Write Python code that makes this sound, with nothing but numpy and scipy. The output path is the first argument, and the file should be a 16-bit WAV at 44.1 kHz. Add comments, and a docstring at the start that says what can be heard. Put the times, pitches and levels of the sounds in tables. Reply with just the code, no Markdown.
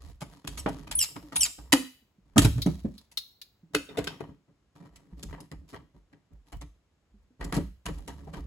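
"""Tools in a steel breaker box

A screwdriver turns a squeaking terminal screw and knocks the box; it is put down and pliers clink as they are
picked up, then they grip and bend a stiff wire that scrapes and clicks. The hollow wall booms under the hands.
Metal contacts and slides are noise shaped by resonances; thuds, squeaks and jaw rings are built from sines.
A small room answers, quiet air lies underneath, and two close, spaced microphones hear it all."""
import sys
import numpy as np
from scipy import signal
from scipy.fft import rfft, irfft, next_fast_len
from scipy.io import wavfile
from scipy.ndimage import map_coordinates

SR = 44100
rng = np.random.default_rng(int(sys.argv[2]) if len(sys.argv) > 2 else 0)


def dump(signal):
    """Clip the signal to [-1, 1] and save it as 16-bit WAV at the path in sys.argv[1]."""
    limited = np.clip(np.atleast_2d(signal).T, -1, 1)
    pcm = np.round(limited * 32767).astype(np.int16)
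    wavfile.write(sys.argv[1], SR, pcm)


N = 373086
T = np.arange(SR // 4) / SR  # the life of one blow, in seconds


def amp(db):
    """Decibels to gain."""
    return 10 ** (np.asarray(db) / 20)


def unit(x):
    """The signal scaled to rms 1."""
    return x / np.sqrt(np.mean(x ** 2) + 1e-20)


def along(points, hz):
    """(frequency, value) points read on a logarithmic frequency axis."""
    f, v = np.transpose(points)
    return np.interp(np.log(hz + 1), np.log(f + 1), v)


def wobble(rate, size=N):
    """A smooth random curve with rate knots a second."""
    knots = rng.standard_normal(int(size * rate / SR) + 4)
    return map_coordinates(knots, [np.arange(size) * rate / SR], order=2)


def filtered(x, response):
    """The signal through a response given as a function of frequency."""
    n = x.shape[-1]
    padded = next_fast_len(n + n // 20, real=True)
    spectrum = rfft(x, padded) * response(np.fft.rfftfreq(padded, 1 / SR))
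    return irfft(spectrum, padded)[..., :n]


def colour(points):
    """The response of a (frequency, level in dB) spectrum."""
    return lambda f: amp(along(points, f))


def body(modes):
    """The magnitude response of overlapping resonances, steep enough to leave dark valleys between them."""
    f = np.arange(0, SR / 2, 2)
    power = 0
    for centre, width, db in modes:
        damping = (f * width) ** 2
        resonance = damping / ((centre * centre - f * f) ** 2 + damping)
        power = power + amp(2 * db) * resonance ** 1.5
    return lambda hz: np.interp(hz, f, np.sqrt(power))


# how alike the two microphones hear a noise: (frequency [Hz], left-right likeness [-1 to 1])
LIKENESS = [(100, 0.99), (280, 0.73), (600, 0.71), (1500, 0.52), (3000, 0.02), (5800, 0.05), (7000, 1),
            (10000, .93)]


def noise(response, size=N):
    """Coloured stereo noise of rms 1: the balance of mid and side sets how alike the microphones hear it."""
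    def mid_side(f):
        turn = np.arccos(np.clip(along(LIKENESS, f), -1, 1)) / 2
        return response(f) * np.array([np.cos(turn), np.sin(turn)])

    mid, side = filtered(rng.standard_normal((2, size)), mid_side)
    return unit(np.array([mid + side, mid - side]))


def struck(response):
    """The vibration after one blow: each contact spot favours different ones among many close modes."""
    knots = np.arange(0, SR / 2, 110)
    gain_db = 4 * rng.standard_normal(len(knots))

    def uneven(f):
        # the unevenness shrinks towards the bass
        return response(f) * amp(np.interp(f, knots, gain_db) * np.minimum(f / 900, 1))

    return noise(uneven, size=len(T))


def blow(field, db, rise, t60):
    """A vibration that swells and dies away, db being its rms at the top."""
    shape = (1 - np.exp(-T / rise)) * amp(-60 * T / t60)
    shape /= shape.max()
    return amp(db) * unit(field * shape) * np.sqrt(np.mean(shape ** 2))


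def add(track, s, sound):
    """Mix a sound into the track at time s, cut off at the track's end."""
    part = track[:, round(s * SR):][:, :sound.shape[-1]]
    part += sound[..., :part.shape[-1]]


def stroke(s, length, attack, release_db_per_s):
    """The gain of a movement that starts at s, builds up, holds until its length is over and dies away."""
    t = np.arange(round((length + .4) * SR)) / SR
    build = np.sin(np.pi / 2 * np.minimum(t / attack, 1)) ** 2
    release = amp(-release_db_per_s * np.maximum(t - length, 0))
    gain = np.zeros((1, N))
    add(gain, max(s, 0), build * release)
    return gain[0]


# spectrum of the still air: (frequency [Hz], relative level [dB])
AIR_SPECTRUM = [(20, -24), (55, -3), (150, -10.5), (400, -18.5), (1000, -25.5), (3000, -31.5), (8000, -38),
                (12000, -46.5), (16000, -67.5)]


def air():
    """Steady, quiet background noise, strongest in the bass."""
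    return amp(-71.5) * noise(colour(AIR_SPECTRUM))


# hands shove against the wall: (time [s], length [s], boom before trim [dB])
WALL_PUSHES = [(0.0, 0.15, -47), (0.24, 0.058, -54), (0.47, .21, -43), (0.712, .14, -49),
               (0.907, 0.074, -43.5), (1.2, 0.071, -55.5), (1.374, .05, -45), (1.583, 0.069, -46.5),
               (1.693, 0.062, -51.5), (2.204, 0.16, -63.5), (2.39, .11, -25), (2.58, .18, -39.5),
               (2.818, .07, -43.5), (3.75, .05, -53), (3.985, .04, -44), (4.22, 0.062, -56.5),
               (4.896, .06, -57.5), (5.12, 0.0514, -44), (5.252, 0.055, -38.5), (5.523, 0.073, -45),
               (5.74, 0.083, -58), (5.947, 0.064, -57.5), (6.316, 0.057, -49), (6.529, 0.054, -37.5),
               (6.622, 0.06, -51), (7.112, 0.11, -59), (7.401, 0.087, -35.5), (7.544, .13, -38),
               (7.86, .12, -36.5), (8.08, 0.23, -47), (8.368, 0.14, -38)]
# spectrum of the wall's low swing: (frequency [Hz], relative level [dB per Hz])
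WALL_SPECTRUM = [(20, -40), (36, -22), (48, -6.5), (56, -8), (66, -7), (85, -20), (150, -42.5),
                 (300, -75.5)]
PUSH_ATTACK_S, PUSH_RELEASE_DB_PER_S = 0.014, 190.5


def wall(boom_db=-1):
    """The hollow wall swings around its lowest resonance each time the hands push on it."""
    load = 0
    for s, length, db in WALL_PUSHES:
        load = load + amp(db) * stroke(s, length, PUSH_ATTACK_S, PUSH_RELEASE_DB_PER_S)
    swing = noise(colour(WALL_SPECTRUM))
    size = np.abs(signal.hilbert(swing[0])) + 0.11
    return amp(boom_db) * load * unit(swing / size)  # dividing by its size evens out the swing


# tool and wire slide on each other and on the box, levels before trims:
# (time [s], length [s], scrape [dB], grit [dB], rub [dB])
METAL_SLIDES = [(0.0, 0.11, -62, -64, -58), (0.257, 0.13, -62.5, -65.5, -57.5),
                (0.487, 0.28, -60, -60, -53), (0.695, 0.072, -59.5, -67.5, -48),
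                (0.785, .2, -64.5, -70, -51), (1.08, 0.28, -64, -68, -59), (1.334, .16, -62, -67, -59),
                (1.6, 0.21, -67.5, -74, -61), (2.25, .1, -76, -83.5, -67.5),
                (2.521, .28, -63.5, -59.5, -58), (2.829, 0.19, -75, -69.5, -68),
                (3.697, 0.11, -90, -93, -62), (3.731, 0.0098, -47.5, -50.5, -48.5),
                (3.901, 0.26, -53, -70, -48), (4.197, 0.016, -42.5, -63.5, -52),
                (4.265, .06, -88, -85, -61), (4.475, 0.028, -74, -98, -60),
                (4.75, 0.028, -59.5, -68, -54.5), (4.798, 0.068, -60.5, -72.5, -50.5),
                (4.92, 0.3, -71, -82.5, -61.5), (5.166, 0.046, -64.5, -62.5, -56),
                (5.282, 0.036, -54.5, -65.5, -58), (5.32, 0.031, -47.5, -70, -47.5),
                (5.388, 0.054, -66, -71, -54), (5.57, 0.083, -82.5, -89, -58.5),
                (5.676, .05, -66.5, -60, -67.5), (5.723, 0.029, -46, -70, -42.5),
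                (5.793, 0.045, -96, -99, -57), (5.938, 0.031, -71, -81, -56.5),
                (6.115, 0.057, -70, -90, -63), (6.301, 0.044, -72, -92, -57.5),
                (6.454, 0.034, -68.5, -71.5, -69), (7.391, 0.097, -52, -64.5, -45),
                (7.524, 0.075, -50.5, -61.5, -39.5), (7.883, 0.22, -67, -68, -53.5),
                (8.096, 0.3, -60.5, -68, -51), (8.357, 0.034, -59, -64.5, -44),
                (8.44, 0.033, -70, -72, -50)]
# resonances of the wire held in the pliers against the box: (centre [Hz], width [Hz], level [dB])
WIRE_MODES = [(437.7, 100, 4.5), (693, 28, 8), (806, 44, 3), (942, 78, 6.5), (1149, 150, 1), (1306, 31, 1),
              (1627, 150, -6), (1900, 200, -3), (2359, 40, -6.5), (2994, 330, -12), (4130, 68, -14)]
# spectrum of the gritty slip: (frequency [Hz], relative level [dB per Hz])
GRIT_SPECTRUM = [(400, -7), (900, -12), (2000, -5.5), (4000, 0.5), (8000, -6), (11000, -6), (15500, -21.5)]
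# the box's bending modes, for rubs and knocks: (centre [Hz], width [Hz], level [dB])
BOX_MODES = [(120, 100, -7.5), (161, 37, 3.5), (202.3, 10, -11), (279.6, 31, 1), (350, 39, -13),
             (424, 28, -9.5), (563, 25, -11)]
SLIDE_ATTACK_S, SLIDE_RELEASE_DB_PER_S = 0.011, 331.5


def drags(scrape_db=-1, grit_db=-1, rub_db=-1, slip_db=5, clump_db=3):
    """Dragging metal catches in tiny slips that excite the wire, while a smoother rub excites the box."""
    force = np.zeros((3, N))  # scrape, grit, rub
    for s, length, *levels in METAL_SLIDES:
        force += amp(levels)[:, None] * stroke(s, length, SLIDE_ATTACK_S, SLIDE_RELEASE_DB_PER_S)
    fine_db = slip_db * np.minimum(wobble(380), 2)
    clumps_db = clump_db * np.minimum(wobble(70), 2)
    slips = unit(amp(fine_db + clumps_db))
    scrape = amp(scrape_db) * slips * noise(body(WIRE_MODES))
    grit = amp(grit_db) * slips * noise(colour(GRIT_SPECTRUM))
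    rub = amp(rub_db) * noise(body(BOX_MODES))
    return force[0] * scrape + force[1] * grit + force[2] * rub


# spectrum of a metal snap, also the rasp of the screech: (frequency [Hz], relative level [dB per Hz])
SNAP_SPECTRUM = [(500, -29.5), (1500, -11.5), (2800, 0.5), (4300, -1), (5400, -0.5), (6500, -2), (8300, -1),
                 (10500, -1.5), (12500, -10.5), (15500, -20), (17000, -42)]
# the many weak modes between the strong ones: (frequency [Hz], relative level [dB])
DENSE_MODES = [(150, -30), (400, -2.5), (900, 0), (2500, -3.5), (5000, -7.5), (9000, -30)]


def contacts(rows, modes, snap_db, clank_db, dense_db, knock_db, knock_rise, knock_t60,
             snap_rise=.004, clank_rise=0.0023, snap_life=0.83, clank_life=1.3, rattle_db=5):
    """Each contact chatters for a moment, rings the metal and sets the box swelling into a knock."""
    out = np.zeros((2, N))
    strong, box = body(modes), body(BOX_MODES)
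    for s, snap, clank, knock, tilt_db, t60 in rows:
        rattle = amp(rattle_db * wobble(400, size=len(T)) * np.exp(-T / .025))

        def metal(f):
            octaves = np.log2(np.clip(f, 500, 4000) / 1500)  # positive tilt brightens the clank
            return (strong(f) + amp(dense_db + along(DENSE_MODES, f))) * amp(tilt_db * octaves)

        snap_field = struck(colour(SNAP_SPECTRUM)) * rattle
        clank_field = struck(metal) * rattle
        add(out, s, blow(snap_field, snap + snap_db, snap_rise, t60 * snap_life))
        add(out, s, blow(clank_field, clank + clank_db, clank_rise, t60 * clank_life))
        add(out, s, blow(struck(box), knock + knock_db, knock_rise, knock_t60))
    return out


# the screwdriver knocks the box and is put down, levels before trims:
# (time [s], snap [dB], clank [dB], knock [dB], clank tilt [dB per octave])
DRIVER_HITS = [(0.2056, -36, -53, -56, 1), (0.216, -33, -37.5, -35.5, -1.5), (0.4429, -47, -48, -40.5, 0),
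               (0.472, -23, -39, -40, 3), (0.5736, -26.5, -43.5, -49, 0.5), (0.66, -50.5, -22.5, -28, -7),
               (0.6848, -35, -38.5, -34, -3.5), (0.8703, -43.5, -45, -47, 1),
               (0.9104, -21, -36, -48.5, 2.5), (1.0332, -19, -43, -57.5, 3.5),
               (1.1575, -42.5, -39.5, -38.5, -1), (1.3217, -41.5, -40, -41.5, 0),
               (1.3564, -15, -35, -46.5, 3), (1.452, -19.5, -37.5, -59.5, 4),
               (1.5821, -46.5, -49.5, -47.5, -3), (1.7221, -3.5, -15.5, -32, 2),
               (2.359, -30.5, -22.5, -20.5, -7.5), (2.378, -3.5, -20, -14.5, 1),
               (2.4183, -16.5, -33, -25.5, 1), (2.4445, -15, -27.5, -21, 2.5),
               (2.5783, -63, -47.5, -32, 0.5), (2.6599, -30, -33.5, -19.5, -6),
               (2.846, -75, -56, -30.5, -12.5)]
# resonances of the box's thin walls: (centre [Hz], width [Hz], level [dB])
SHEET_MODES = [(605, 56, -7.5), (649, 85, 5.5), (847, 100, 6.5), (956, 40, 10), (1130, 140, -7),
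               (1243, 120, 5), (1510, 120, 1.5), (1827, 210, -3), (2240, 50, -1), (2470, 34, 2),
               (3140, 150, -11.5)]


def driver_knocks(t60=0.077):
    """The screwdriver's contacts ring the thin sheet walls, all with the same base decay in seconds."""
    rows = [(*row, t60) for row in DRIVER_HITS]
    return contacts(rows, SHEET_MODES, snap_db=-11.5, clank_db=-2.0, dense_db=-4,
                    knock_db=-1, knock_rise=0.0045, knock_t60=0.14)


# the screw binds at each turn, whistles, then screeches: (time [s], whistle length [s], screech length [s],
# whistle starting pitch [Hz], initial screech fall [Hz per s], whistle [dB], screech [dB])
SCREW_TURNS = [(0.58, .006, .016, 9300, 25000, -60, -44), (0.951, .036, .045, 10060, 17000, -21, -28),
               (1.357, .047, .047, 9750, 19000, -22, -26)]
# lines of the screech from the lowest up, the third on the whistle's pitch: relative level [dB]
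SCREECH_LINES = [-8, -1, 2.5, -6, -8.5]
WHISTLE_SAG_HZ_PER_S, WHISTLE_FADE_DB_PER_S = 5300, 171
SCREECH_HZ, FALL_SPEEDUP_S = 8700, 0.05  # where the screech starts; when its mean rate of fall has doubled
SIDEBAND_SHARE = .317  # the rate of the chatter over the pitch
SQUEAK_ATTACK_S, SQUEAK_RELEASE_DB_PER_S = .004, 1097.5


def squeaks(rasp_db=-13, jitter=.022, whistle_waver=.15):
    """Stick and slip: a sagging whistle breaks into a falling screech whose chatter puts sidebands around it."""
    t = np.arange(N) / SR
    unsteady = jitter * (wobble(1100) + wobble(150) / 2)
    partials = [amp(level + 2.5 * wobble(200)) for level in SCREECH_LINES]
    breaks = amp(2.2 * wobble(900) + 1.5 * wobble(200))
    flutter = amp(2.5 * wobble(160))
    rasp = amp(rasp_db) * noise(colour(SNAP_SPECTRUM))
    out = np.zeros((2, N))
    for s, whistle_s, screech_s, hz, fall, whistle_db, screech_db in SCREW_TURNS:
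        age = np.clip(t - s, 0, whistle_s)
        broken = np.clip(t - s - whistle_s, 0, 2 * screech_s)  # time since the whistle broke
        chatter = np.minimum(broken / SQUEAK_ATTACK_S, 1)
        whistle_hz = hz - WHISTLE_SAG_HZ_PER_S * age
        screech_hz = SCREECH_HZ - fall * broken * (1 + broken / FALL_SPEEDUP_S)
        pitch = (1 - chatter) * whistle_hz + chatter * screech_hz
        rough = chatter * (.5 + broken / screech_s)  # the screech coarsens as it falls
        phase = 2 * np.pi * np.cumsum(pitch * (1 + (whistle_waver + rough) * unsteady)) / SR
        whistle = amp(whistle_db - WHISTLE_FADE_DB_PER_S * age) * flutter * np.sin(phase)
        lines = sum(gain * np.sin((1 + k * SIDEBAND_SHARE) * phase) for k, gain in enumerate(partials, -2))
        screech = amp(screech_db) * breaks * (lines + rough * rasp)
        out += stroke(s, whistle_s, SQUEAK_ATTACK_S, SQUEAK_RELEASE_DB_PER_S) * whistle
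        out += stroke(s + whistle_s, screech_s, SQUEAK_ATTACK_S, SQUEAK_RELEASE_DB_PER_S) * screech
    return out


# blows on a flexing surface:
# (time [s], level before the envelope [dB], settled pitch [Hz], t60 before the choke [s])
SURFACE_BLOWS = [(0.66, -17.5, 225.5, 0.046), (1.234, -44, 272, 0.37), (1.731, -10.5, 246, .2),
                 (2.021, -57.5, 196.6, 0.11), (2.183, -48.5, 164.6, 0.085), (2.36, -10, 198, 0.13),
                 (2.382, -13, 91.7, 0.17), (2.448, -6.5, 100.5, 0.13), (2.558, -22.5, 108.1, 0.64),
                 (2.663, -11.5, 154.7, 0.12), (2.846, -16, 188, 0.069), (3.631, -45, 153.8, 0.18),
                 (3.75, -24.5, 264.6, 0.26), (5.127, -38.5, 157.4, 0.17), (5.958, -50.5, 182, 0.1),
                 (7.139, -51.5, 183.8, 0.21), (7.304, -54, 225, 0.12), (7.529, -28.5, 159.4, 0.21),
                 (7.570, -21, 163.7, 0.21)]


def thuds(stretch=.17, settle=0.044, upper_db=-16, upper_ratio=1.9, rise=0.0016, choke_s=.085,
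          port_radians=0.31, port_hz=260):
    """A push stiffens the surface, so its pitch starts high and settles; the resting hand chokes the swing."""
    out = np.zeros((2, N))
    for s, db, hz, t60 in SURFACE_BLOWS:
        phase = 2 * np.pi * np.cumsum(hz * (1 + stretch * np.exp(-T / settle))) / SR
        # higher swings reach the two microphone ports more out of step
        phase = phase + np.array([[.5], [-.5]]) * port_radians * (hz / port_hz) ** 2
        swing = np.sin(phase) + amp(upper_db) * np.sin(upper_ratio * phase)
        choke = np.exp(-(T / choke_s) ** 2)
        add(out, s, amp(db - 60 * T / t60) * (1 - np.exp(-T / rise)) ** 2 * choke * swing)
    return out


# steel modes of the jaws: (frequency [Hz], mean level [dB], t60 before the hand's damping [s])
JAW_MODES = [(2840, -2, 0.051), (3300, -2.5, 0.095), (3660, -23, 0.09), (4230, -8, 0.099), (4660, -34, 0.9),
             (5440, -17.5, 0.099), (6756, -17, 0.24), (12320, -9, 0.05)]


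def ring(modes, spread_db=3):
    """Steel modes damped by the hand, struck at new strengths, with a new phase at each microphone."""
    held = amp(-60 * T / .25)
    total = 0
    for hz, db, t60 in modes:
        decay = amp(db + rng.normal(0, spread_db) - 60 * T / t60)
        total = total + decay * np.sin(2 * np.pi * (hz * T + rng.random((2, 1))))
    return held * total


# the loose jaws of the pliers clink: (time [s], level before trims [dB], rise [s])
JAW_CLINKS = [(2.6179, -20, 0.0027), (2.9786, -39, 0.0015), (3.1722, -15.5, 0.0012),
              (3.4146, -31.5, 0.0013)]
# spectrum of the jaws' tick: (frequency [Hz], relative level [dB per Hz])
JAW_TICK_SPECTRUM = [(470, -60), (800, -42), (990, -30.5), (1970, -24), (3140, -19.5), (3980, -0.5),
                     (7170, -23), (8660, -22.5), (11700, -18), (16000, -24)]


def clinks(tick_db=-9, tick_t60=0.064, ring_db=-21):
    """The jaws tick together and their steel rings briefly."""
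    out = np.zeros((2, N))
    for s, db, rise in JAW_CLINKS:
        tick = blow(struck(colour(JAW_TICK_SPECTRUM)), db + tick_db, rise, tick_t60)
        steel = amp(db + ring_db) * (1 - np.exp(-T / rise)) * ring(JAW_MODES)
        add(out, s, tick + steel)
    return out


# the jaws catch on the wire, levels before trims:
# (time [s], snap [dB], clank [dB], knock [dB], clank tilt [dB per octave], base t60 [s])
WIRE_CATCHES = [(3.1134, -43, -64.5, -69, -3, 0.069), (4.9569, -42, -60, -67, 8, 0.058),
                (5.228, -27, -51.5, -37, 2, .035), (5.325, -56, -44.5, -52, 1, .05),
                (5.3775, -68, -47.5, -49, -5, 0.069), (5.4026, -37, -62, -44, -13, 0.046),
                (5.5139, -40.5, -46.5, -37.5, -1, 0.061), (5.759, -52.5, -42.5, -48, 2, 0.027),
                (6.1274, -62.5, -58, -51, 6, 0.032), (6.5197, -42, -44.5, -46.5, 0, 0.059),
                (6.6107, -37.5, -47, -41.5, 2.5, 0.052), (7.4091, -43, -36.5, -46.5, 1, 0.068),
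                (7.4418, -31, -45, -34.5, -6, 0.043), (7.5214, -30, -32.5, -31.5, 1, 0.092),
                (7.5403, -26.5, -34.5, -33, -2, 0.087), (7.5642, -27.5, -35.5, -18.5, -10, 0.062),
                (7.855, -26.5, -35.5, -35, 4, 0.088), (7.8837, -40, -34.5, -30, -2, .034),
                (7.982, -44, -52.5, -53, 0.5, 0.035), (8.0745, -33.5, -41, -41, 0, 0.097),
                (8.2677, -61, -44.5, -40, -5, 0.058), (8.331, -42, -42.5, -40, 2, 0.077),
                (8.372, -53, -45.5, -45, -0.5, 0.056)]


def wire_grips():
    """Catching jaws excite the wire's modes with a soft, slow rise."""
    return contacts(WIRE_CATCHES, WIRE_MODES, snap_db=-11.5, clank_db=-2.5, dense_db=-18,
                    knock_db=-4.5, knock_rise=0.01579, knock_t60=0.13, snap_rise=0.0065, clank_rise=0.023)


# the pliers knock against the box, levels before trims:
# (time [s], snap [dB], clank [dB], knock [dB], clank tilt [dB per octave], base t60 [s])
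PLIER_HITS = [(3.7455, -13.5, -20.5, -36, 2.5, 0.069), (3.8876, -63, -43.5, -61.5, 0.5, .1),
              (3.9715, -28.5, -33, -44.5, -1.5, 0.0514), (3.9805, -27.5, -24, -32.5, -3, 0.082),
              (4.0407, -27, -42.5, -70.5, 1.5, 0.038), (4.0706, -26.5, -29.5, -41, 4.5, 0.056),
              (4.2045, -42.5, -33.5, -38, -6, 0.041), (4.2842, -62, -59, -41.5, -11, .04)]
# resonances of the pliers pressed on the box's rim: (centre [Hz], width [Hz], level [dB])
PLIER_MODES = [(287.3, 11, 18), (431, 48, 16.5), (676, 90, 1.5), (1270, 120, -20.5), (1490, 100, -1.5),
               (2060, 185, -6), (2570, 140, 0), (2934, 41.9, -5.5), (3240, 130, -6.5), (3605, 120, -5),
               (4300, 48, -17.5), (5370, 17, -4)]


def plier_knocks():
    """The pliers' contacts ring the modes of the tool pressed on the rim."""
    return contacts(PLIER_HITS, PLIER_MODES, snap_db=-13.5, clank_db=0.5, dense_db=-9.5,
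                    knock_db=-2.0, knock_rise=0.0054, knock_t60=0.18)


# decay of the small room: (frequency [Hz], t60 [s])
ROOM_DECAY = [(100, 0.34), (300, 0.25), (1000, 0.27), (3000, .44), (7000, 0.38), (11000, 0.38),
              (16000, 0.72)]


def room(x, build=0.0057):
    """A diffuse noise tail in which each frequency dies at its own speed."""
    hz, t, bins = signal.stft(noise(np.ones_like, size=SR * 2 // 3), SR, nperseg=256)
    decay = amp(-60 * t / along(ROOM_DECAY, hz)[:, None])
    tail = signal.istft(bins * decay * (1 - np.exp(-t / build)), SR, nperseg=256)[1]
    return signal.fftconvolve(x, tail / np.linalg.norm(tail[0]), axes=1)[:, :N]


def scene():
    """The tools, the box and the wall in a quiet room."""
    steel = driver_knocks() + plier_knocks() + wire_grips() + drags()
    clink, thud, squeak = clinks(), thuds(), squeaks()
    sent = amp(-10.5) * steel[0] + amp(-12.5) * clink[0] + amp(-6.5) * thud[0] + amp(-13.0) * squeak[0]
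    return steel + clink + thud + squeak + room(sent[None]) + wall() + air()


# level difference of the ports: (frequency [Hz], left minus right [dB])
PORT_BALANCE = [(60, -1.58), (250, -1.56), (550, 2.5), (2000, 2.5), (3600, 1), (6000, -0.5), (9000, 0)]
# phase by which the left port leads: (frequency [Hz], lead [radians])
PORT_LEAD = [(100, 0.049), (320, 0.034), (1500, .2), (3000, .9), (6000, 1.0), (7000, 0)]
TOP_HZ = 16300  # nothing passes from here up


def record(dry, shade_hz=7000, lag=.00023, low_cut_hz=36):
    """Two spaced ports: the left leads in the middle range and lags in the high treble; both ends are cut."""
    sides = np.array([[.5], [-.5]])

    def response(f):
        lead = along(PORT_LEAD, f) - 2 * np.pi * lag * np.maximum(f - shade_hz, 0)
        ports = amp(sides * along(PORT_BALANCE, f)) * np.exp(1j * sides * lead)
        low_cut = 1 / np.sqrt(1 + (low_cut_hz / (f + 1)) ** 8)
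        return ports * low_cut * (f < TOP_HZ)

    return filtered(dry, response)


dry = scene()
out = record(dry)
dump(out)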